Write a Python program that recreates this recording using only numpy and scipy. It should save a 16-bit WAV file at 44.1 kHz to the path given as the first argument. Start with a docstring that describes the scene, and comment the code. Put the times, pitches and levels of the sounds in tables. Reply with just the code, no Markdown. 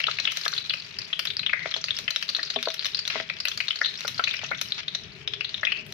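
"""Spices frying in a clay pot

Whole spices fry in hot oil, heard from close above by two microphone ports. Steam bubbles burst in pitched
pops that bounce between the pot walls and die away in the kitchen. A wooden spatula knocks and scrapes
on the clay. A fine sizzle and a low rumble lie underneath; gain control ducks around loud pops."""
import sys
import numpy as np
from scipy import signal
from scipy.fft import rfft, irfft, next_fast_len
from scipy.io import wavfile
from scipy.ndimage import uniform_filter1d

SR = 44100
rng = np.random.default_rng(int(sys.argv[2]) if len(sys.argv) > 2 else 0)


def dump_mix(stems):
    """Bounce the given channels to the path in sys.argv[1] as a 16-bit WAV at rate SR."""
    frames = np.atleast_2d(stems).T  # one column per channel
    limited = np.clip(frames, -1, 1)  # hard clip at full scale
    pcm = np.round(limited * 32767).astype(np.int16)
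    wavfile.write(sys.argv[1], SR, pcm)


N = 261733

# Loud steam bubbles. Each row: start in seconds, level in dB, pitch in Hz, snap in dB.
# Snap drives the bright edge above 11 kHz; more snap is a drier burst.
LOUD_POPS = [(0.0024, -14, 2730, -34.5), (0.0392, -9, 2860, -71), (0.0675, -11.5, 3740, -60),
             (0.0824, -12, 1390, -48), (0.112, -18.5, 4220, -45), (0.186, -15, 2650, -38),
             (0.199, -13.5, 4060, -39), (0.2515, -11.5, 3550, -58), (0.2732, -10, 2870, -57),
             (0.319, -21, 3970, -21), (0.3707, -15.5, 4150, -23), (0.4535, -18, 3670, -25),
             (0.4606, -13, 1580, -43), (0.527, -25, 1520, -41), (0.536, -17.5, 4180, -53),
             (0.5785, -13, 4030, -58), (0.695, -14, 4160, -84), (0.703, -13.5, 3210, -75),
             (0.736, -14.5, 2820, -36), (0.9869, -18.5, 5100, -36), (1.129, -11, 3340, -75),
             (1.1927, -11.5, 3200, -25.5), (1.2529, -17, 3440, -24), (1.271, -16, 3930, -49),
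             (1.3025, -16.5, 3680, -61), (1.3928, -14, 3960, -65), (1.431, -21.5, 2870, -56),
             (1.4622, -9, 3380, -76), (1.493, -15.5, 2390, -76), (1.5308, -6, 2195, -76),
             (1.6567, -19, 2260, -46), (1.7117, -21.5, 4100, -44), (1.7396, -12.5, 3480, -44),
             (1.7633, -20, 4160, -40), (1.8833, -19.5, 2670, -38), (1.9053, -10.5, 3600, -65),
             (1.9651, -22, 5170, -45), (2.079, -10.5, 2880, -51), (2.1057, -14.5, 4300, -29),
             (2.2256, -16.5, 3160, -28), (2.2895, -13, 4350, -50), (2.299, -21.5, 4180, -28),
             (2.348, -11, 4000, -71), (2.364, -17.5, 4050, -32), (2.3922, -20, 1800, -47),
             (2.43, -15, 4440, -46), (2.5015, -15, 4340, -38), (2.5595, -12.5, 3450, -68),
             (2.587, -23.5, 2440, -48), (2.655, -19, 4170, -49), (2.684, -17.5, 4020, -41),
             (2.7023, -21.5, 3780, -32), (2.7419, -23.5, 3940, -19.5), (2.8455, -17, 4340, -34),
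             (2.855, -14, 3570, -27), (2.865, -18.5, 3880, -26), (2.946, -12, 4420, -78),
             (2.9697, -24.5, 5000, -36), (2.99, -14.5, 4640, -45), (3.052, -21.5, 3840, -39),
             (3.0768, -14.5, 4200, -28), (3.1005, -15, 2980, -34), (3.157, -22, 2070, -53),
             (3.199, -19.5, 2180, -40), (3.2986, -14, 2500, -44), (3.4017, -17.5, 4890, -39),
             (3.453, -11, 2810, -26), (3.472, -19, 3200, -40), (3.4835, -15, 4330, -22.5),
             (3.515, -20, 3330, -39), (3.575, -18, 4670, -28), (3.603, -10.5, 2670, -41),
             (3.6818, -13.5, 3930, -53), (3.706, -10.5, 3180, -56), (3.7574, -21, 4350, -40),
             (3.813, -8, 1740, -100), (3.8452, -13.5, 3670, -64), (3.8585, -11.5, 3870, -41),
             (4.0478, -21, 1450, -34), (4.0784, -15.5, 4000, -19.5), (4.1937, -7.5, 1390, -43),
             (4.239, -8.5, 3920, -43), (4.2731, -11.5, 2600, -59), (4.3098, -17.5, 3630, -66),
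             (4.339, -18, 2600, -34), (4.391, -23.5, 3050, -45), (4.4424, -22, 3000, -52),
             (4.514, -13.5, 1550, -43), (4.6133, -13, 4130, -20), (4.8804, -16, 3830, -77),
             (4.9485, -13.5, 4020, -39.5), (5.2752, -14.5, 3530, -45), (5.3355, -17, 3550, -47),
             (5.4083, -13.5, 2880, -47), (5.4453, -17, 3840, -72), (5.492, -26.5, 4280, -45),
             (5.5421, -15.5, 3630, -59), (5.6313, -12, 1840, -43), (5.65, -11, 3380, -52),
             (5.6689, -9, 2430, -91), (5.7195, -10, 2900, -49), (5.8645, -38, 2500, -10)]
# Dry oil spits, one sharp spike each. Each row: start in seconds, level in dB, pitch in Hz, snap in dB.
OIL_SPITS = [(0.4801, -13, 4260, -26), (1.368, -16.5, 4710, -58), (1.841, -15, 4530, -33.5),
             (1.9883, -19, 4200, -22.5), (2.1607, -10, 3700, -32.5), (2.6279, -17, 3860, -23.5),
             (2.7935, -17, 4180, -83), (4.0072, -23.5, 4170, -21), (4.721, -13, 3880, -98),
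             (5.924, -28, 3970, -19.5)]
# Steam whistling out of a spice. Each row: start in seconds, length in seconds, pitch in Hz, level in dB.
STEAM_JETS = [(0.268, 0.047, 3000, -22.5), (1.532, 0.125, 2100, -29.5), (3.836, 0.062, 3980, -24.5),
              (4.276, 0.11, 2680, -31.5), (4.515, 0.034, 2170, -24), (5.682, 0.14, 2660, -30.5)]
# Spatula and spices hitting the pot. Each row: start in seconds, level in dB, relative clay drive in dB.
POT_KNOCKS = [(0.081, -21.5, -32), (0.462, -21, -37), (1.658, -16, -34), (1.763, -23.5, -27),
              (2.386, -25.5, -30.5), (2.561, -15.5, -18.5), (2.673, -8, -36.5), (3.156, -14, -29.5),
              (3.201, -17.5, -36), (3.813, -20.5, -42), (4.049, -19, -44), (4.194, -14.5, -34.5),
              (4.434, -23, -30), (4.513, -18, -36), (5.631, -23.5, -33)]
# Modes of the pot. Each row: frequency in Hz, gain in dB, T60 in seconds.
CLAY_MODES = [(242, 4, .2), (412, 7, 0.094), (650, 11, 0.17), (1134, 0, 0.06)]
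# Spatula dragging spices over clay. Each row: start in seconds, length in seconds, level in dB.
SPATULA_STROKES = [(3.102, .11, -29.5), (4.415, 0.043, -35), (4.778, .03, -29)]
# Envelope of the tiny bubbles. Each row: time in seconds, fizz level in dB, spray level in dB.
SIZZLE_LEVELS = [(0.0, -39, -73), (0.51, -39, -56.5), (1.02, -44.5, -72.5), (1.37, -56.5, -65),
                 (1.67, -39, -86), (1.96, -40, -61), (3.48, -46.5, -75), (3.57, -41, -58.5),
                 (4.31, -38, -67.5), (5.17, -53.5, -76), (5.55, -45, -90), (5.93, -51, -70)]
# Flame and house rumble. Each row: frequency in Hz, relative spectral density in dB.
RUMBLE_SPECTRUM = [(30, -16), (130, 8.5), (300, -10.5), (780, -23), (1500, -35)]
# Rumble envelope. Each row: time in seconds, gain in dB.
RUMBLE_GAINS = [(0, -55.5), (4, -54), (5.2, -49.5), (5.93, -48.5)]
# Wavering hums. Each row: frequency in Hz, width in Hz, level in dB re the rumble noise.
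RUMBLE_HUMS = [(157.1, 9.6, -7.5), (410, 63, -9.5), (645, 48, -15.5)]
# Right port response. Each row: frequency in Hz, gain in dB re the left port.
RIGHT_PORT_EQ = [(140, -8.5), (310, -2), (600, -6.5), (1000, -4.5), (1450, -7.5), (2500, -10.5),
                 (3500, -8.5), (5000, -4), (7500, 1), (11000, -1), (14500, -6)]

ECHO_SAMPLES = 1500
REFERENCE_SNAP_DB = -21


def pops():
    """Bursting bubbles and oil spits with their wall bounces; returns body and bright snap."""
    body, snap = np.zeros((2, 2, N + ECHO_SAMPLES))
    click = np.zeros((2, ECHO_SAMPLES))
    click[:, 0] = 1
    for row in OIL_SPITS + LOUD_POPS + small_pops():
        start_s, level_db, hz, snap_db = row
        at = round(start_s * SR)
        dryness_db = snap_db - REFERENCE_SNAP_DB
        bounce_db = -4 if row in OIL_SPITS else 4 - 0.11 * dryness_db
        echoes = wall_echoes(per_s=6000, t60_s=0.032, bounce_db=bounce_db)
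        body[:, at:at + ECHO_SAMPLES] += amp(level_db) * bubble_burst(echoes, hz, dryness_db)
        edge = amp(level_db + snap_db) * (click + amp(-8.5) * (echoes - click))
        edge[1] = np.roll(edge[1], rng.integers(0, 5))   # own place between the ports
        snap[:, at:at + ECHO_SAMPLES] += edge
    pot_air = amp(1.5) * band(body[:, :N], 521, 720, order=4)
    body = amp(7.5) * band(body[:, :N], 1200, 8800, order=5)
    snap = amp(30.5) * band(snap[:, :N], 11060, 21000)
    droplets = amp(-8.5) * kitchen_tail(snap, t60_s=0.28, cutoff_hz=15000)
    return body + pot_air, snap + droplets


def bubble_burst(echoes, hz, dryness_db, energy_s=0.0006):
    """A short ring, a broad crack and an unpitched spike, at fixed energy. Wet bursts ring narrower."""
    width_hz = (hz / 5 + 260) * amp(0.027 * dryness_db)
    ring = unit_peak(resonate_twice(echoes, hz, width_hz))
    crack = amp(2 + 0.49 * dryness_db) * unit_peak(resonate_twice(echoes, 1.423 * hz, 0.5 * hz))
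    spike = amp(-7.5 + 0.18 * dryness_db) * unit_peak(resonate_twice(echoes, hz=3200, width_hz=2450))
    return unit_energy(unit_peak(ring + crack) + spike) * np.sqrt(energy_s * SR)


def small_pops(per_s=48, centre_hz=3730, spread_octaves=0.38):
    """Random rows for small bubbles; their level follows the sizzle."""
    starts_s = np.cumsum(rng.exponential(1, 800)) / per_s
    inside = starts_s < N / SR
    level_draw, pitch_draw, snap_draw = rng.standard_normal((800, 3))[inside].T
    starts_s = starts_s[inside]
    fizz_db = envelopes(SIZZLE_LEVELS)[0]
    level_db = fizz_db[(starts_s * SR).astype(int)] + 11 + 3 * level_draw
    hz = np.clip(centre_hz * 2 ** (spread_octaves * pitch_draw), 1500, 6500)
    snap_db = -44 + 4 * snap_draw
    return list(zip(starts_s, level_db, hz, snap_db))


def steam_jets(fade_db=6):
    """Sputtering noise in one resonance, fading as the steam runs out."""
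    out, t = np.zeros((2, N)), np.arange(N) / SR
    for start_s, length_s, hz, level_db in STEAM_JETS:
        span = (t > start_s) & (t < start_s + length_s)
        sputter = rng.standard_normal((2, span.sum())) * amp(4.1 * rng.standard_normal(span.sum()))
        whistle = unit_rms(resonate_twice(sputter, hz, hz / 5.5))
        out[:, span] += amp(level_db - fade_db * (t[span] - start_s) / length_s) * whistle
    return out


def knocks():
    """Dull pushes sound the pot's two lowest air resonances and faintly ring the clay."""
    push, blows = np.zeros((2, 2, N + ECHO_SAMPLES))
    for start_s, level_db, clay_db in POT_KNOCKS:
        at = round(start_s * SR)
        chatter = amp(level_db) * wall_echoes(per_s=1600, t60_s=0.053, bounce_db=-2.5)
        push[:, at:at + ECHO_SAMPLES] += 0.5 * (chatter + chatter[0])
        blows[:, at:at + ECHO_SAMPLES] += amp(clay_db) * chatter[0]
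    air = resonate(push, hz=612, width_hz=264) - amp(-0.5) * resonate(push, hz=1290, width_hz=630)
    clay = sum((-1) ** k * amp(db) * resonate(blows, hz, np.log(1000) / np.pi / t60_s)
               for k, (hz, db, t60_s) in enumerate(CLAY_MODES))
    dulled = signal.lfilter([0.3], [1, -0.7], air + clay)
    return band(dulled[:, :N], 328, 3000)


def scrapes(grit_per_s=2500):
    """Dense, uneven grit clicks while the spatula slides."""
    t = np.arange(N) / SR
    strokes = sum(amp(level_db) * ((t > start_s) & (t < start_s + length_s))
                  for start_s, length_s, level_db in SPATULA_STROKES)
    grit = rng.standard_normal((2, N)) * (rng.random(N) < grit_per_s / SR)
    return unit_rms(band(grit, 1500, 4240)) * strokes


def sizzle(median_per_s=2500, hiss_db=-47.5):
    """Tiny bursts in bunches drive 12 resonators; thin spray above, even oil hiss below."""
    fizz_db, spray_db = envelopes(SIZZLE_LEVELS)
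    bursts_per_s = median_per_s * amp(7.6 * drift(rate_hz=26))
    sizes = amp(3.1 * np.minimum(rng.exponential(1, (2, N)), 5)) * rng.choice([-1, 1], (2, N))
    clicks = sizes * (rng.random((2, N)) < bursts_per_s / SR)
    resonator = rng.integers(0, 12, (2, N))
    fizz = sum(resonate(clicks * (resonator == k), hz, hz / 0.49)
               for k, hz in enumerate(np.geomspace(1300, 5200, 12)))
    fizz = amp(fizz_db) * unit_rms(port_rolloff(band(fizz, 2150, 10000)))
    spray = amp(spray_db) * unit_rms(band(clicks, 5400, 21000, order=3))
    hiss = resonate_twice(rng.standard_normal((2, N)), hz=2600, width_hz=1270)
    return fizz + spray + amp(hiss_db) * unit_rms(port_rolloff(hiss))


def rumble(common_waver_db=3.2, own_waver_db=3):
    """Flame and house: wavering third-octave noise bands and hums, nearly alike at both ports."""
    edges_hz = 25 * 2 ** np.arange(0, 5.6, 1 / 3)
    spectrum_hz, spectrum_db = np.transpose(RUMBLE_SPECTRUM)
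    white = rng.standard_normal((2, 2, N))
    common_db = common_waver_db * drift(rate_hz=3.6)
    noise = hums = 0
    for k, (low_hz, high_hz) in enumerate(zip(edges_hz, edges_hz[1:])):
        level_db = np.interp(np.log(low_hz * high_hz) / 2, np.log(spectrum_hz), spectrum_db)
        gain = amp(level_db + common_db + own_waver_db * drift(rate_hz=6.2))
        noise += gain * band(white[k % 2], low_hz, high_hz)
    for hz, width_hz, level_db in RUMBLE_HUMS:
        gain = amp(level_db + own_waver_db * drift(rate_hz=3))
        hums += gain * unit_rms(resonate_twice(rng.standard_normal((2, N)), hz, width_hz))
    mix = unit_rms(noise) + hums
    mid, side = mix / mix[0].std() * np.sqrt(2)
    return (mid + amp(-12) * side * [[1], [-1]]) * amp(envelopes(RUMBLE_GAINS)[0])


def wall_echoes(per_s, t60_s, bounce_db):
    """A unit click, then random pot-wall bounces per port with total energy bounce_db."""
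    t = np.arange(ECHO_SAMPLES) / SR
    bounces = (rng.random((2, ECHO_SAMPLES)) < per_s / SR) * rng.standard_normal((2, ECHO_SAMPLES))
    decay = amp(-60 * t / t60_s) * (t > 0.0006)
    echoes = amp(bounce_db) * unit_energy(bounces * decay)
    echoes[:, 0] = 1
    return echoes


def kitchen_tail(x, t60_s=0.29, cutoff_hz=5000, onset_s=0.0013):
    """Diffuse reverberation: decaying noise, independent at each port."""
    t = np.arange(SR // 2) / SR
    tail = rng.standard_normal((2, len(t))) * amp(-60 * t / t60_s) * np.clip(t / onset_s, 0, 1)
    tail = signal.lfilter(*signal.butter(1, cutoff_hz, fs=SR), tail)
    return signal.fftconvolve(x, unit_energy(tail), axes=-1)[:, :N]


def port_rolloff(x, cutoff_hz=5900):
    """The ports fall off steeply above their resonance."""
    return signal.sosfilt(signal.butter(8, cutoff_hz, fs=SR, output="sos"), x)


def microphone_ports(left, right, left_lag_samples=2):
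    """The left port is slightly farther from the oil; the right has its own colour."""
    size = next_fast_len(N + SR // 10)
    bins_hz = np.arange(size // 2 + 1) * SR / size
    eq_hz, eq_db = np.transpose(RIGHT_PORT_EQ)
    colour = amp(np.interp(np.log(bins_hz + 1), np.log(eq_hz), eq_db))
    delayed = np.pad(left, (left_lag_samples, 0), "edge")
    coloured = irfft(rfft(right, size) * colour, size)
    return np.array([delayed[:N], coloured[:N]])


def drift(rate_hz):
    """Smooth random motion, RMS about 1."""
    pole = np.exp(-80 * np.pi * rate_hz / SR)   # one step per 40 samples
    slow = signal.lfilter([1], [1, -2 * pole, pole * pole], rng.standard_normal(N // 40 + 2002))[2000:]
    return np.interp(np.arange(N) / 40, np.arange(len(slow)), unit_rms(slow))


def resonate(x, hz, width_hz):
    """Two-pole resonance."""
    r, w = np.exp(-np.pi * width_hz / SR), 2 * np.pi * hz / SR
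    return signal.lfilter([0, np.sin(w)], [1, -2 * r * np.cos(w), r * r], x + 1e-18)


def resonate_twice(x, hz, width_hz):
    """Steeper flanks: a click becomes a round plop."""
    return resonate(resonate(x, hz, width_hz), hz, width_hz)


def band(x, low_hz, high_hz, order=2):
    return signal.sosfilt(signal.butter(order, [low_hz, high_hz], "band", fs=SR, output="sos"), x + 1e-18)


def envelopes(rows):
    times_s, *columns = np.transpose(rows)
    return [np.interp(np.arange(N) / SR, times_s, column) for column in columns]


def amp(db):
    return 10 ** (np.asarray(db) / 20)


def unit_rms(x):
    return x / np.sqrt(np.mean(x ** 2) + 1e-20)


def unit_peak(x):
    return x / np.abs(x[0]).max()


def unit_energy(x):
    return x / np.sqrt(np.sum(x ** 2, axis=1, keepdims=True) + 1e-12)


def scene():
    """Pot, kitchen tail, sizzle and rumble at the two ports."""
    body, snap = pops()
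    pot = body + knocks() + steam_jets() + scrapes()
    bright = signal.lfilter(*signal.butter(2, 1950, "high", fs=SR), pot)   # walls return mostly treble
    pot_in_room = port_rolloff(pot + amp(-11.5) * kitchen_tail(bright))
    return microphone_ports(*(pot_in_room + snap + sizzle() + rumble()))


def record(dry, knee_db=-30, slope=0.22, release_db_per_s=60, lookahead_s=0.0044, cutoff_hz=16500):
    """Look-ahead gain control ducks a share of the level over the knee; a steep low-pass follows."""
    samples = np.arange(N)
    level_db = 10 * np.log10(uniform_filter1d(np.mean(dry ** 2, axis=0), size=200) + 1e-12)
    target_db = slope * np.maximum(level_db - knee_db, 0)
    release_db = release_db_per_s * samples / SR
    duck_db = np.maximum.accumulate(target_db + release_db) - release_db
    duck_db = signal.lfilter([0.01], [1, -0.99], duck_db)   # soften the attack
    duck_db = np.interp(samples + lookahead_s * SR, samples, duck_db)
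    return signal.sosfilt(signal.cheby2(12, 70, cutoff_hz, fs=SR, output="sos"), dry * amp(-duck_db))


dry = scene()
out = record(dry)
dump_mix(out)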